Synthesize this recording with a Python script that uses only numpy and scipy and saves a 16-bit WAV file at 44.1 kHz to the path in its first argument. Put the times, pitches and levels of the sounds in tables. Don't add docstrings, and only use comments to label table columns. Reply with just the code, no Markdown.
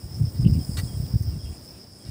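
import sys
import numpy as np
from scipy import signal
from scipy.fft import rfft, irfft, next_fast_len
from scipy.io import wavfile
from scipy.ndimage import uniform_filter1d, minimum_filter1d

SR = 44100
rng = np.random.default_rng(int(sys.argv[2]) if len(sys.argv) > 2 else 0)


def level_to_linear(level):
    exponent = np.asarray(level, float) / 20
    return 10 ** exponent


def store_pcm(level_fs):
    pcm = np.round(np.clip(level_fs, -1, 1) * 32767).astype(np.int16)
    wavfile.write(sys.argv[1], SR, np.atleast_2d(pcm).T)


N = 92610
T = np.arange(N) / SR

# time_s, level_db
CHORUS_LEVEL = [(0.0, -55.5), (1.08, -49), (2.1, -56.5)]
CHORUS_HZ, CHORUS_SPREAD_HZ, CHORUS_WIDTH_HZ, CHORUS_CLICK_HZ, CHORUS_DB = 5128, 214, 203, 105, 0.5
# time_s, shift_hz
DRONE_DRIFT = [(0, 40.5), (.28, 60), (.4, -19), (.6, -50.5), (.68, -4.5), (.74, -120), (.9, 8.5), (1.4, 28),
               (1.6, -19.5), (1.76, 61.5), (1.9, -20), (2.1, 18)]
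# peak_s, level_db
THROBS = [(.055, -53.5), (0.17, -46), (0.288, -46), (0.424, -46.5), (0.542, -43.5), (.645, -46.5),
          (0.759, -46.5), (.88, -51), (1.04, -58), (1.16, -56), (1.31, -47.5), (1.45, -50.5), (1.57, -53.5),
          (1.71, -49), (1.83, -50), (1.97, -54), (2.085, -49.5)]
THROB_RISE_S, THROB_FALL_S, THROB_FLATNESS = 0.05, 0.015, 3.2
NEAR_HZ, NEAR_CLICK_HZ, NEAR_BURST, NEAR_WIDTH_HZ, NEAR_STEEP_HZ = 5155, 110.4, 0.8, 200, 800

# peak_s, level_db, pitch_hz, width_ms
BUFFETS = [(0.216, -10.5, 118, 16.8), (0.243, -14.5, 124, 18.2), (0.277, -20.5, 91.5, 18),
           (0.358, -20.5, 94, 17), (0.371, -22.5, 95, 14), (0.4, -11.5, 130, 10), (0.434, -9.5, 86, 5.1),
           (0.448, -12.5, 135, 4.7), (0.465, -3, 147, 9.4), (0.484, -7.5, 69, 2.8), (0.5, -6, 83, 3.4),
           (0.528, -11.5, 105, 19.7), (0.555, -15, 146, 4.3), (0.566, -13, 105, 6.4), (0.579, -11, 95, 4.6),
           (0.591, -13, 130, 3.2), (0.615, -13.5, 77, 3.4), (0.695, -12, 110, 4.6), (0.751, -31, 100, 15),
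           (0.792, -21.5, 105, 22), (0.837, -13.5, 79, 4.5), (0.975, -21, 108, 16),
           (1.003, -15.5, 108, 7.5), (1.038, -18, 109, 9.7), (1.052, -22, 75.4, 10.5),
           (1.142, -9.5, 101, 6.2), (1.16, -8.5, 100, 10.2), (1.212, -14, 96, 10.7),
           (1.368, -19.5, 122, 9.5), (1.503, -21, 86, 19.7), (0.044, -29, 77, 23), (.13, -32, 120, 22),
           (0.416, -18.5, 72, 14), (.72, -28, 90, 10), (.862, -24.5, 100, 12), (.92, -27.5, 93, 8.6),
           (.946, -24, 105, 15), (1.111, -24, 90, 12), (1.264, -25, 68.7, 23), (1.29, -22, 79, 27),
           (1.331, -28.5, 86, 24), (1.447, -24, 65, 20), (1.528, -24.5, 99, 5.4), (2.064, -34, 97, 14),
           (2.093, -24, 107, 8.7)]
BUFFET_DB, BUFFET_SPREAD, BUFFET_SAG, BUFFET_EDGE_DB = 0.5, 0.42, 13, -21.5
# time_s, level_db
GUST = [(0, -82), (.045, -37.5), (.08, -44.5), (.17, -33), (.33, -39), (.45, -21.5), (.62, -31),
        (.66, -42.5), (.75, -29), (.9, -36.5), (1.1, -36.5), (1.25, -36), (1.33, -30.5), (1.42, -39.5),
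        (1.5, -33.5), (1.56, -48), (2.03, -54.5), (2.1, -42)]
# pitch_hz, density_db (per Hz)
RUMBLE_TONE = [(15, -47), (25, -17), (59, 4.5), (104, 4.5), (168, -5.5), (394, -23), (414, -48), (500, -40),
               (650, -69), (1100, -120)]
# pitch_hz, density_db (per Hz)
AIR_TONE = [(59, -52), (100, -0.5), (170, -5), (306, -7.5), (381, -10.5), (682, -17.5), (1180, -26),
            (4300, -36), (5590, -67), (9460, -120)]
RUMBLE_DB, AIR_DB, AIR_GUST_SHARE = 1.5, -45.5, 0.13
LULL_S, LULL_DB, LULL_WIDTH_S = 1.92, -4.5, 0.085

# length_s, level_db
SCUFFS = [
    (0.045, -54.5),
    (0.038, -58),
]
SCUFF_STARTS = [2.05, .34]
# start_s, level_db
CRUNCHES = [(0.7703, -28), (0.7733, -29.5), (.777, -36), (0.7796, -33), (.784, -30.5), (0.7882, -27.5),
            (0.7921, -35), (0.798, -32), (.8005, -44), (.806, -46), (0.81, -52)]
SCUFF_TAIL_S, CRUNCH_TAIL_S, CRUNCH_SNAP_DB, GRIT_GRAIN_DB = 0.006, 0.005, 2, 1
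# pitch_hz, density_db (per Hz)
GRIT_TONE = [(240, -17), (450, -5), (1330, -5.5), (2210, -12), (2590, -26), (2860, -6.5), (4410, -9.5),
             (12500, -11), (15700, -32)]
# pitch_hz, width_hz, level_db
GRIT_RINGS = [(1960, 43, -5.5), (2330, 100, -6), (2820, 150, -10.5), (3810, 130, -7.5), (4450, 280, 2),
              (8000, 350, -7)]
# pitch_hz, width_hz, level_db, decay_ms
TICKS = [(4050, 700, -45, 3), (4200, 6000, -38, 1.2), (10500, 9000, -36, .6), (9000, 6900, -52, 3),
         (1940, 220, -55, 3), (5940, 900, -52, 2.1), (4400, 500, -48, 3)]
TICK_STARTS = [.845, 1.065, 1.2245, 1.233, 1.229, 1.593, .836]
# pitch_hz, width_hz, level_db
CLASP_RINGS = [
    (6250, 80, -47),
    (8900, 200, -45),
    (13300, 190, -48),
]
CLASP_KNOCKS = [
    1.2247,
    1.232,
]
CLASP_REBOUND_DB = 1

# length_s, end_pitch_hz, level_db
CHIRPS = [(.03, 3170, -66), (.03, 3150, -62), (.033, 3230, -57), (.03, 3200, -58), (.012, 3230, -60),
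          (.04, 3130, -65), (.02, 2720, -61), (.02, 3230, -65), (.024, 3210, -60), (.03, 3200, -58),
          (.019, 3220, -61), (.014, 3220, -64), (.025, 3200, -67), (.03, 3180, -66)]
CHIRP_STARTS = [.265, .595, .875, .927, 1.042, 1.262, 1.322, 1.345, 1.388, 1.442, 1.484, 1.512, 1.995,
                2.025]
CHIRP_ATTACK_S, CHIRP_RELEASE_S, CHIRP_DB = 0.005, 0.01, 1.5
CHIRP_FALL, CHIRP_FALL_S, CHIRP_ROUGH_DB = 0.065, 0.012, 2
# start_s, length_s, pitch_hz, level_db
RASPS = [(0.443, 0.033, 2900, -48), (0.532, 0.04, 2620, -59), (1.425, 0.015, 3450, -63),
         (1.453, 0.033, 2700, -60), (1.52, .04, 2600, -65), (1.68, .11, 2600, -69)]
RASP_WIDTH_HZ, RASP_RATE_HZ, RASP_TAIL_S, RASP_BURST = 380, 190, 0.006, 0.9

# time_s, level_db
HIGH_LEVEL = [(0, -62), (.33, -60), (.5, -56.5), (.6, -54.5), (.82, -52), (1.05, -58.5), (1.4, -61.5),
              (1.54, -58.5), (1.6, -62.5), (1.86, -65), (2.0, -60.5), (2.1, -62)]
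# time_s, level_db
TOP_LEVEL = [(0, -58), (.3, -55), (.6, -51.5), (1.3, -54), (1.35, -61), (1.72, -58), (1.86, -66.5),
             (2.0, -66), (2.1, -62.5)]
# pitch_hz, density_db (per Hz)
HIGH_TONE = [(5800, -25), (6500, -8.5), (7600, -4), (8400, 2), (9200, -1), (10600, -4.5), (11500, -10.5),
             (12300, -39)]
# pitch_hz, density_db (per Hz)
TOP_TONE = [(12300, -19.5), (13500, -20), (14800, -10), (15500, 1), (15750, -29)]
# pitch_hz, density_db (per Hz)
HISS_TONE = [(3500, 10), (7000, 3.9), (13000, 5.5)]
HIGH_DB, TOP_DB, HISS_DB = 3.5, -0.5, -64

BASS_CUT_HZ, TREBLE_CUT_HZ = 50, 15720
LIMIT_DB, LIMIT_RATIO, LIMIT_RELEASE_S, LOOKAHEAD_S = -17, 2, 0.004, 0.004


def unit(x):
    return x / np.sqrt(np.mean(x ** 2))


def curve(rows):
    return np.interp(T, *np.array(rows).T)


def noise():
    return rng.standard_normal(N)


def colour(x, points):
    hz, db = np.array(points, float).T
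    size = next_fast_len(N)
    log_hz = np.log(np.maximum(np.arange(size // 2 + 1) * SR / size, 1))
    below = np.maximum(np.log(hz[0]) - log_hz, 0)
    above = np.maximum(log_hz - np.log(hz[-1]), 0)
    gain_db = np.interp(log_hz, np.log(hz), db) - 40 * (below + above)
    return unit(irfft(rfft(x, size) * level_to_linear(gain_db), size)[:N])


def ring(x, hz, width_hz):
    return signal.lfilter(*signal.iirpeak(hz, hz / width_hz, fs=SR), x)


def walk(rate_hz):
    k = int(SR / rate_hz)
    stairs = np.repeat(rng.standard_normal(N // k + 1), k)
    return 1.3 * uniform_filter1d(uniform_filter1d(stairs, k), k)[:N]


def gate(start, length, attack, release):
    return np.clip((T - start) / attack, 0, 1) * np.exp(-np.maximum(T - start - length, 0) / release)


def bump(centre_s, width_s):
    return np.exp(-0.5 * ((T - centre_s) / width_s) ** 2)


def tymbal(click_hz, burst):
    phase = (np.cumsum(click_hz * (1 + 0.0412 * walk(40))) / SR + rng.random()) % 1
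    return np.exp(-phase / burst) * np.clip(phase / 0.07, 0, 1) * noise()


def chorus():
    many = 0
    for place, rate in zip(np.linspace(-1.5, 1.5, num=7), rng.standard_normal(7)):
        clicks = tymbal(CHORUS_CLICK_HZ * (1 + 0.12 * rate), 1.0)
        voice = ring(clicks, CHORUS_HZ + CHORUS_SPREAD_HZ * place, CHORUS_WIDTH_HZ)
        many = many + level_to_linear(0.61 * walk(6.7)) * ring(voice, CHORUS_HZ, 910)
    return level_to_linear(curve(CHORUS_LEVEL) + CHORUS_DB) * unit(many)


def near_cicada():
    throb = 0
    for s, db in THROBS:
        distance = np.abs((T - s) / np.where(T < s, THROB_RISE_S, THROB_FALL_S))
        throb = throb + level_to_linear(db) * np.exp(-0.5 * distance ** THROB_FLATNESS)
    voice = ring(tymbal(NEAR_CLICK_HZ, NEAR_BURST), NEAR_HZ, NEAR_WIDTH_HZ)
    return throb * unit(ring(voice, NEAR_HZ, NEAR_STEEP_HZ))


def cicadas():
    slide = np.exp(2j * np.pi * np.cumsum(curve(DRONE_DRIFT)) / SR)
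    return np.real(signal.hilbert(chorus() + near_cicada()) * slide)


def buffets():
    out = 0
    for s, db, hz, ms in BUFFETS:
        u = T - s
        turn = 2 * np.pi * hz * u * (1 - BUFFET_SAG * np.clip(u, -0.02, 0.02)) + 0.84
        shape = bump(s, BUFFET_SPREAD * ms / 1000)
        edge = np.cos(2 * turn + 0.93) + 0.29 * shape * np.cos(3.26 * turn)
        out = out + level_to_linear(db + BUFFET_DB) * shape * (np.cos(turn) + level_to_linear(BUFFET_EDGE_DB) * shape * edge)
    return out


def lull():
    return LULL_DB * bump(LULL_S, LULL_WIDTH_S)


def wind():
    gust = curve(GUST)
    rumble = level_to_linear(gust + RUMBLE_DB) * colour(noise(), RUMBLE_TONE)
    air = colour(level_to_linear(1.27 * walk(14.66)) * noise(), AIR_TONE)
    slow_gust = uniform_filter1d(gust, SR // 4) - gust.mean()
    return rumble + buffets() + level_to_linear(AIR_DB + AIR_GUST_SHARE * slow_gust + lull()) * air


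def grit_steps():
    grains = level_to_linear(GRIT_GRAIN_DB * (walk(900) + 0.067 * walk(198.4))) * noise()
    rings = sum(level_to_linear(db) * unit(ring(grains, hz, width_hz)) for hz, width_hz, db in GRIT_RINGS)
    grit = unit(colour(grains, GRIT_TONE) + unit(rings))
    level = 0
    for s, (length, db) in zip(SCUFF_STARTS, SCUFFS):
        level = level + level_to_linear(db) * gate(s, length, 0.00058, SCUFF_TAIL_S)
    for s, db in CRUNCHES:
        snap = level_to_linear(CRUNCH_SNAP_DB) * gate(s, 0, 0.0001, 0.00032)
        level = level + level_to_linear(db) * (gate(s, 0, 0.0002, CRUNCH_TAIL_S) + snap) / 2
    return level * grit


def ticks():
    out = 0
    knock = sum(level_to_linear(CLASP_REBOUND_DB * k) * (np.arange(N) == int(s * SR)) for k, s in enumerate(CLASP_KNOCKS))
    for hz, width_hz, db in CLASP_RINGS:
        out = out + level_to_linear(db) * ring(knock, hz, width_hz) * SR / (2 * np.pi * width_hz)
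    for s, (hz, width_hz, db, ms) in zip(TICK_STARTS, TICKS):
        burst = gate(s, 0.00047, 0.00018, ms / 1000) * noise()
        tick = ring(ring(burst, hz, width_hz), hz, width_hz)
        out = out + level_to_linear(db) * tick / np.abs(tick).max()
    return out


def birds():
    out = 0
    rough = level_to_linear(CHIRP_ROUGH_DB * walk(150))
    for s, (length, hz, db) in zip(CHIRP_STARTS, CHIRPS):
        fall = CHIRP_FALL * np.exp(-np.maximum(T - s, 0) / CHIRP_FALL_S)
        whistle = np.sin(2 * np.pi * np.cumsum(hz * (1 + fall + 0.0067 * walk(200))) / SR)
        out = out + level_to_linear(db + CHIRP_DB) * gate(s, length, CHIRP_ATTACK_S, CHIRP_RELEASE_S) * rough * whistle
    for s, length, hz, db in RASPS:
        pulses = tymbal(RASP_RATE_HZ, RASP_BURST) + tymbal(RASP_RATE_HZ, RASP_BURST)
        buzz = ring(ring(pulses, hz, RASP_WIDTH_HZ), hz, 2 * RASP_WIDTH_HZ)
        out = out + level_to_linear(db) * gate(s, length, 0.0035, RASP_TAIL_S) * unit(buzz)
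    return out


def insect_buzz(click_hz):
    return tymbal(click_hz, 1.0) + tymbal(0.79 * click_hz, 1.0)


def high_insects():
    high = level_to_linear(curve(HIGH_LEVEL) + HIGH_DB + 1.6 * walk(30.8)) * colour(insect_buzz(210), HIGH_TONE)
    top = level_to_linear(curve(TOP_LEVEL) + TOP_DB + walk(26.4)) * colour(insect_buzz(160), TOP_TONE)
    hiss = level_to_linear(HISS_DB + lull() + 2 * walk(15.1)) * colour(noise(), HISS_TONE)
    return high + top + hiss


def scene():
    return (cicadas() + wind() + grit_steps() + ticks() + birds() + high_insects())[None, :]


def band_limit(x):
    return signal.sosfilt(signal.butter(12, 16790, fs=SR, output="sos"), x)


def record(dry):
    dry = signal.sosfilt(signal.butter(2, BASS_CUT_HZ, "high", fs=SR, output="sos"), dry)
    dry = signal.sosfilt(signal.ellip(10, 0.3, 80, TREBLE_CUT_HZ, fs=SR, output="sos"), dry)
    span = int(LIMIT_RELEASE_S * SR)
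    held_peak = -minimum_filter1d(-np.abs(dry), span, axis=1)
    peak = uniform_filter1d(held_peak, span, axis=1)
    duck = np.minimum(level_to_linear(LIMIT_DB) / (peak + 1e-9), 1) ** (1 - 1 / LIMIT_RATIO)
    duck = np.roll(duck, -int(LOOKAHEAD_S * SR), axis=1)
    low = signal.sosfiltfilt(signal.butter(2, 600, fs=SR, output="sos"), dry)
    return band_limit(low + (dry - low) * duck)


dry = scene()
out = record(dry)
store_pcm(out)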